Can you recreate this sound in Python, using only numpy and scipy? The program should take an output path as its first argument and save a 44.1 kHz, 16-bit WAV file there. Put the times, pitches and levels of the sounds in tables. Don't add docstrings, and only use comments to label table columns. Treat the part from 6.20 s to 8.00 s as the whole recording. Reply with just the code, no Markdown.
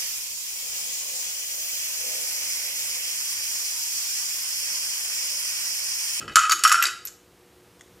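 import sys
import numpy as np
from scipy import signal
from scipy.fft import rfft, irfft
from scipy.io import wavfile
from scipy.ndimage import uniform_filter1d

SR = 44100
rng = np.random.default_rng(int(sys.argv[2]) if len(sys.argv) > 2 else 0)


def gain_from_decibels(decibels):
    exponent = np.asarray(decibels, float) / 20
    return 10 ** exponent


def inscribe(sig):
    pcm = np.round(np.clip(np.atleast_2d(sig).T, -1, 1) * 32767)
    wavfile.write(sys.argv[1], SR, pcm.astype(np.int16))


N = 79380

# start in seconds, level in dB, upper wall modes in dB, free ringing in seconds.
WALL_KNOCKS = [(0.0143, -30.5, -5.5, 0.029), (0.0792, -26.5, 0.5, 0.026), (0.097, -33.5, 7.5, 0.0088),
               (0.118, -38.5, 6.5, 0.044), (0.1576, -9.5, -4, 0.0075), (0.1678, -1, -11.5, 0.023),
               (0.191, -12, -8, 0.02), (.216, -17, -3.5, 0.024), (0.234, -8.5, -30.5, 0.02),
               (0.257, -18, -24, 0.016), (.266, -16, -30, 0.019), (0.295, -11, -7.5, 0.0067),
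               (.302, -17, -26.5, 0.032), (.312, -12.5, -8.5, 0.016), (0.322, -8.5, -3, 0.016),
               (0.394, -24.5, -13, 0.006), (0.407, -25, -26, 0.02), (0.4376, -18.5, 5, 0.018),
               (0.4505, -1, -9.5, 0.019), (0.476, -17, -7, 0.021), (0.496, -8.5, -24, 0.012),
               (0.5161, -4.5, -8.5, 0.0068), (0.5218, -8, -12.5, 0.012), (0.543, -8, -9.5, 0.014),
               (0.556, -19.5, 6, 0.003), (0.569, -13.5, -22.5, 0.015), (0.588, -8, -27, 0.016),
               (0.602, -19.5, -23.5, 0.006), (0.618, -15.5, -4, 0.0022), (0.6238, -16, 6, 0.008),
               (0.637, -15.5, -1, 0.013), (0.654, -23, 7, 0.018), (0.667, -23.5, -6.5, 0.0089),
               (.684, -21.5, -5, 0.012), (0.7, -20.5, -27, 0.011)]
# frequency in Hz, level in dB, T60 in seconds.
LOWER_WALL_MODES = [(1226, -17, .25), (1275, 0, .25), (1310, -14, .15), (1380, -8, .25), (1445, -14, .15),
                    (1491, -16, .15)]
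# frequency in Hz, level in dB, T60 in seconds.
UPPER_WALL_MODES = [(1640, 0.5, .1), (1694, -1, 0.08), (1978, 6.5, 0.033), (2210, -4.5, 0.034),
                    (2475, -4, .1), (2580, 3, 0.062), (2720, -3.5, .05), (2980, 0, 0.21),
                    (3070, -6.5, 0.057), (3190, -11, .05), (3810, -9.5, .08), (4450, -2.5, 0.057)]
# frequency in Hz, level in dB, T60 in seconds.
CASE_MODES = [(4740, -5, .03), (5270, -6, .035), (5510, -3, .05), (6050, -7, .03), (6610, -2, .045),
              (6936, -3, .03), (7490, -3, .04), (8000, -6, .03), (8940, -9, .03), (9650, -11, .03),
              (10700, -9, .03), (11810, -14, .03), (12780, -10, .025), (13900, -18, .02)]


def evened(x):
    return x / np.sqrt(np.mean(x ** 2) + 1e-20)


def spectrum_at(points, hz):
    f, value = np.transpose(points)
    return np.interp(np.log(hz + 1), np.log(f + 1), value)


def coloured(x, points):
    gain = gain_from_decibels(spectrum_at(points, np.fft.rfftfreq(len(x), 1 / SR)))
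    return evened(irfft(rfft(x) * gain, len(x)))


def passed(x, hz, kind, order):
    return signal.sosfilt(signal.butter(order, hz, kind, fs=SR, output="sos"), x)


def wander(size):
    return evened(uniform_filter1d(uniform_filter1d(rng.standard_normal(N), size), size))


def add(mix, s, sound):
    part = mix[round(s * SR):][:len(sound)]
    part += sound[:len(part)]


def ring(modes, lift_db=0., hold=1., touch_db=5.0, split=0.013, count=3):
    hz, db, t60 = np.transpose(modes)[:, :, None]
    t = np.arange(0, .25, 1 / SR)
    wave = np.zeros(len(t))
    for uneven, detune in rng.standard_normal((count, 2, len(modes), 1)):
        decay = gain_from_decibels(db + lift_db + touch_db * uneven - 60 * t / t60)
        wave += (decay * np.sin(2 * np.pi * hz * (1 + split * detune) * t)).sum(0)
    wave = wave * gain_from_decibels(-16 * np.clip((t - hold) / .003, 0, 1))
    if count > 1:
        bounces, when = np.zeros(2048), rng.random(4)
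        places = (1 + np.minimum(when * 0.013 * SR, 2000)).astype(int)
        bounces[places] = gain_from_decibels(-4.5 * (1.0 + when)) * rng.choice([-1, 1], 4)
        bounces[0] = 1
        wave = signal.fftconvolve(wave, bounces)
    return wave / abs(wave).max()


def crack():
    # frequency in Hz, density in dB per Hz.
    snap_colour = [(180, -64), (300, -58.5), (1290, 0), (3390, -7.5), (7310, 1), (8330, -7.5), (13000, -9),
                   (15000, -31)]
    t = np.arange(2048) / SR
    snap = coloured(rng.standard_normal(2048), snap_colour) * gain_from_decibels(-60 * t / 0.04)
    return snap / abs(snap).max()


def workshop():
    # frequency in Hz, density in dB per Hz.
    air_colour = [(18, -42.5), (35, -22), (62, -4), (181, -11.5), (328, -10), (355, -6.5), (629, -14),
                  (13900, -28), (15000, -23)]
    # frequency in Hz, level in dB.
    hum_lines = [(60, -77.5), (120, -70.5), (180, -66), (301, -67.5), (360, -60.5), (481, -62.5)]
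    t = np.arange(N) / SR
    background = gain_from_decibels(-54.5) * coloured(rng.standard_normal(N), air_colour)
    for hz, db in hum_lines:
        waver_db = 2.5 * wander(3000)
        background += gain_from_decibels(db + waver_db) * np.sin(2 * np.pi * (hz * t + rng.random()))
    creep_db = 2.5 * (t - 2.5)
    handling = gain_from_decibels(-46.5) * evened(passed(rng.standard_normal(N), [50, 464], "bandpass", order=2))
    fade = np.clip((0.15 - t) / 0.023, 0, 1)
    return background * gain_from_decibels(creep_db) + handling * fade


def rolling():
    # time in seconds, level in dB.
    heap_activity = [(0, -36), (.07, -49.5), (0.148, -45), (0.169, -23), (.28, -33), (.33, -45), (.42, -39),
                     (.46, -24), (.6, -33), (0.678, -32.5), (0.761, -55.5), (.88, -53.5), (1.001, -76.5)]
    contacts_per_s, spread_db = 690, 2
    size = gain_from_decibels(spread_db * np.minimum(rng.exponential(1, N), 4)) * (rng.random(N) < contacts_per_s / SR)
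    size = size * gain_from_decibels(np.interp(np.arange(N) / SR, *np.transpose(heap_activity)))
    kind, out = rng.integers(0, 8, N), np.zeros(N)
    for k in range(8):
        touch = ring(CASE_MODES)
        touch += gain_from_decibels(-7.5) * ring(LOWER_WALL_MODES)
        touch += gain_from_decibels(2.5) * ring(UPPER_WALL_MODES)
        add(touch, 0, gain_from_decibels(-6) * crack())
        out += signal.oaconvolve(size * (kind == k), touch)[:N]
    return out * gain_from_decibels(-6)


def cases():
    # start in seconds, level in dB, favoured mode in Hz, snap in dB.
    case_clinks = [(0.0014, -39.5, 5200, -12.5), (0.0813, -33.5, 5520, -7), (0.0914, -43.5, 4150, 1),
                   (0.1155, -45, 4170, -8), (0.157, -5, 6930, 3), (0.1685, -11, 7500, -17),
                   (0.192, -14, 6630, -6.5), (0.216, -31.5, 6900, 0), (0.296, -12.5, 6870, -5),
                   (0.31, -12, 4710, -6), (0.3188, -6.5, 6935, -2.5), (0.3254, -13, 6675, 3),
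                   (0.329, -24, 7040, 1.5), (0.369, -33.5, 6630, -3), (0.3923, -22, 6830, -6),
                   (0.437, -3.5, 5700, 1), (0.4506, -12, 5560, -13), (0.4757, -9.5, 7100, -5.5),
                   (0.495, -12, 5100, -9.5), (0.5179, -13, 7100, 0.5), (0.524, -8, 7060, -3),
                   (0.5452, -15, 5720, -3.5), (0.6254, -10.5, 7310, -2.5), (0.6385, -16, 7600, 3.5),
                   (0.6546, -9, 4820, -11), (0.6695, -20.5, 7270, 4), (0.852, -29.5, 5940, -2),
                   (0.8722, -23, 6090, -8), (0.8801, -27.5, 7240, -10)]
    favour_db, favour_oct, hold_s = 13.5, 0.084, 0.007
    modes_hz, out = np.array(CASE_MODES)[:, :1], np.zeros(N)
    for s, db, hz, snap_db in case_clinks:
        favour = favour_db * np.exp(-(np.log2(modes_hz / hz) / favour_oct) ** 2)
        add(out, s, gain_from_decibels(db) * ring(CASE_MODES, favour, hold=hold_s, split=0.012))
        add(out, s, gain_from_decibels(db + snap_db) * crack())
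    return out


def room(x):
    # frequency in Hz, T60 in seconds.
    room_decay = [(1000, .45), (3000, .45), (7000, .4), (13000, .33)]
    delayed = rng.standard_normal(SR) * (np.arange(SR) > .007 * SR)
    hz, t, z = signal.stft(delayed, SR, nperseg=256)
    hz = hz[:, None]
    tail_db = 2.5 * (hz > 3000) - 60 * t / spectrum_at(room_decay, hz)
    tail = signal.istft(z * gain_from_decibels(tail_db), SR, nperseg=256)[1]
    return gain_from_decibels(-9) * signal.fftconvolve(x, tail / np.linalg.norm(tail))[:N]


def hopper():
    # time in seconds, level of its modes in dB.
    narrow_wall = [(0, 4.5), (.16, 8), (.17, -1), (.45, -2.5), (.5, 11), (.524, -2.5), (.545, 16.5),
                   (.7, 20.5)]
    out = np.zeros(N)
    is_narrow = np.array(LOWER_WALL_MODES)[:, :1] > LOWER_WALL_MODES[2][0]
    for s, db, upper_db, hold in WALL_KNOCKS:
        lift_db = np.interp(s, *np.transpose(narrow_wall)) * is_narrow
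        lower = ring(LOWER_WALL_MODES, lift_db, hold=hold, touch_db=1, split=.002, count=1)
        if upper_db < -22:
            lower = lower * np.minimum(np.arange(len(lower)) / SR / .004, 1)
        upper = ring(UPPER_WALL_MODES, hold=hold, touch_db=5.5, split=0.0032, count=2)
        add(out, s, gain_from_decibels(db) * lower)
        add(out, s, gain_from_decibels(db + upper_db) * upper)
    return out


def bench():
    # frequency in Hz, level in dB, T60 in seconds.
    bench_modes = [(384, -1.2, 0.094), (696.5, 0.5, 0.12), (1027, -1.5, 0.076)]
    out = np.zeros(N)
    for s, db, _, _ in WALL_KNOCKS:
        add(out, s, gain_from_decibels(db - 33.5) * ring(bench_modes, touch_db=-1.5, split=0.0067, count=1))
    return out


def thud():
    # start in seconds, level in dB, T60 in seconds.
    first_landing = (.157, -37, 0.15)
    s, db, t60 = first_landing
    out, t = np.zeros(N), np.arange(4000) / SR
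    burst = evened(passed(rng.standard_normal(4000), 820, "lowpass", order=2))
    add(out, s, gain_from_decibels(db - 60 * t / t60) * burst)
    return out


def singers():
    # start in seconds, level in dB, frequency in Hz, T60 in seconds.
    free_parts = [(.158, -20.5, 6610, .12), (.158, -22, 10700, .08), (.1685, -21, 3040, .2),
                  (.192, -19.5, 6610, .12), (.21, -51.5, 80, .4), (.3194, -14, 6610, 0.19),
                  (.3194, -20, 3810, .06), (.335, -40.5, 330, .3), (.392, -27.5, 7510, .06),
                  (.4372, -19, 5500, .4), (.4372, -15, 10700, .1), (.4505, -18.5, 3040, .25),
                  (.475, -47.5, 700, .2), (.4955, -21, 7490, .04), (.524, -23.5, 5510, 0.25),
                  (.524, -15.5, 10700, 0.045), (.54, -52.5, 700, .15), (.56, -56.5, 130, .2),
                  (.6252, -14, 2540, .03), (.6252, -26, 7490, .15), (.635, -42.5, 700, .3),
                  (.654, -16.5, 3810, .07), (.655, -42.5, 360, .3), (.66, -24, 2030, .06),
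                  (.67, -24.5, 7490, .05), (.8722, -37.5, 6050, .1)]
    out = np.zeros(N)
    for s, db, hz, t60 in free_parts:
        pair = [(hz, 0, t60), (hz * 1.008, -1, t60)]
        add(out, s, gain_from_decibels(db) * ring(pair, touch_db=1, split=.001, count=1))
    rattle_db = 5 * wander(120)
    return out * gain_from_decibels(-6 + rattle_db)


def pings():
    # start in seconds, level in dB.
    tip_pings = [
        (.4775, -23.5),
        (.6255, -13),
        (.853, -21),
    ]
    # frequency in Hz, level in dB, T60 in seconds.
    tip_modes = [(11700, -3, .05), (11810, 0, .06), (11920, -6, .04)]
    out = np.zeros(N)
    for s, db in tip_pings:
        add(out, s, gain_from_decibels(db) * ring(tip_modes, touch_db=0, split=0, count=1))
    return out


def taps():
    # start in seconds, level in dB, lowest mode in dB.
    late_taps = [
        (1.5953, -44, -20),
        (1.6003, -48, -20),
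        (1.6097, -31, 4),
        (1.6125, -40, -8),
        (1.6163, -43, -20),
        (1.6177, -41, -10),
    ]
    # frequency in Hz, level in dB, T60 in seconds.
    tap_modes = [(2000, 0, .014), (3400, -2, .014), (5600, -4, .012), (6600, -2, .014), (7400, -3, .01),
                 (8400, -4, .006)]
    out, lowest = np.zeros(N), (np.arange(6) == 0)[:, None]
    for s, db, lowest_db in late_taps:
        add(out, s, gain_from_decibels(db) * ring(tap_modes, lowest_db * lowest, touch_db=2, split=.03, count=1))
    return out


def scene():
    struck = hopper() + cases() + rolling() + taps()
    metal = passed(struck, 1120, "highpass", order=8) + singers()
    tips = pings()
    mid = metal + tips + room(metal + gain_from_decibels(-5) * tips) + workshop() + bench() + thud()
    side = gain_from_decibels(-19) * passed(metal, 2000, "highpass", order=2) * wander(300)
    return np.array([mid + side, mid - side])


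def gated_top(x):
    # lower edge in Hz, threshold in dB relative to the whole sound.
    top_bands = [(13300, -24), (12200, -30)]
    for hz, under_db in top_bands:
        treble = signal.oaconvolve(x, signal.firwin(301, hz, pass_zero=False, fs=SR)[None], "same")
        power = uniform_filter1d(np.array([treble[0], x[0] * gain_from_decibels(under_db)]) ** 2, size=1024, axis=1)
        x = x - treble * uniform_filter1d(1. * (power[0] < power[1]), size=256)
    return x


def band_limit(x):
    return signal.sosfilt(signal.butter(12, 15170, fs=SR, output="sos"), x)


def record(dry):
    # start and end in seconds, low and high edge in Hz.
    band_gaps = [
        (.172, .205, 1, 620),
        (.205, .27, 150, 560),
        (.44, .555, 1, 640),
        (.555, .64, 1, 90),
        (.64, .705, 1, 230),
        (.65, .848, 12400, 22000),
        (.635, .66, 13400, 22000),
    ]
    t, hz = np.arange(N) / SR, np.fft.rfftfreq(N, 1 / SR)
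    gated = 1.563 * np.tanh(dry / 1.363)
    for start, end, low_hz, high_hz in band_gaps:
        band = irfft(rfft(gated) * ((hz > low_hz) & (hz < high_hz)), N)
        gated = gated - band * uniform_filter1d(1. * ((t > start) & (t < end)), size=400)
    edge = signal.firwin(301, 14700, window=("kaiser", 8), fs=SR)[None]
    return band_limit(signal.oaconvolve(gated_top(gated), edge, "same"))


dry = scene()
out = record(dry)
inscribe(out)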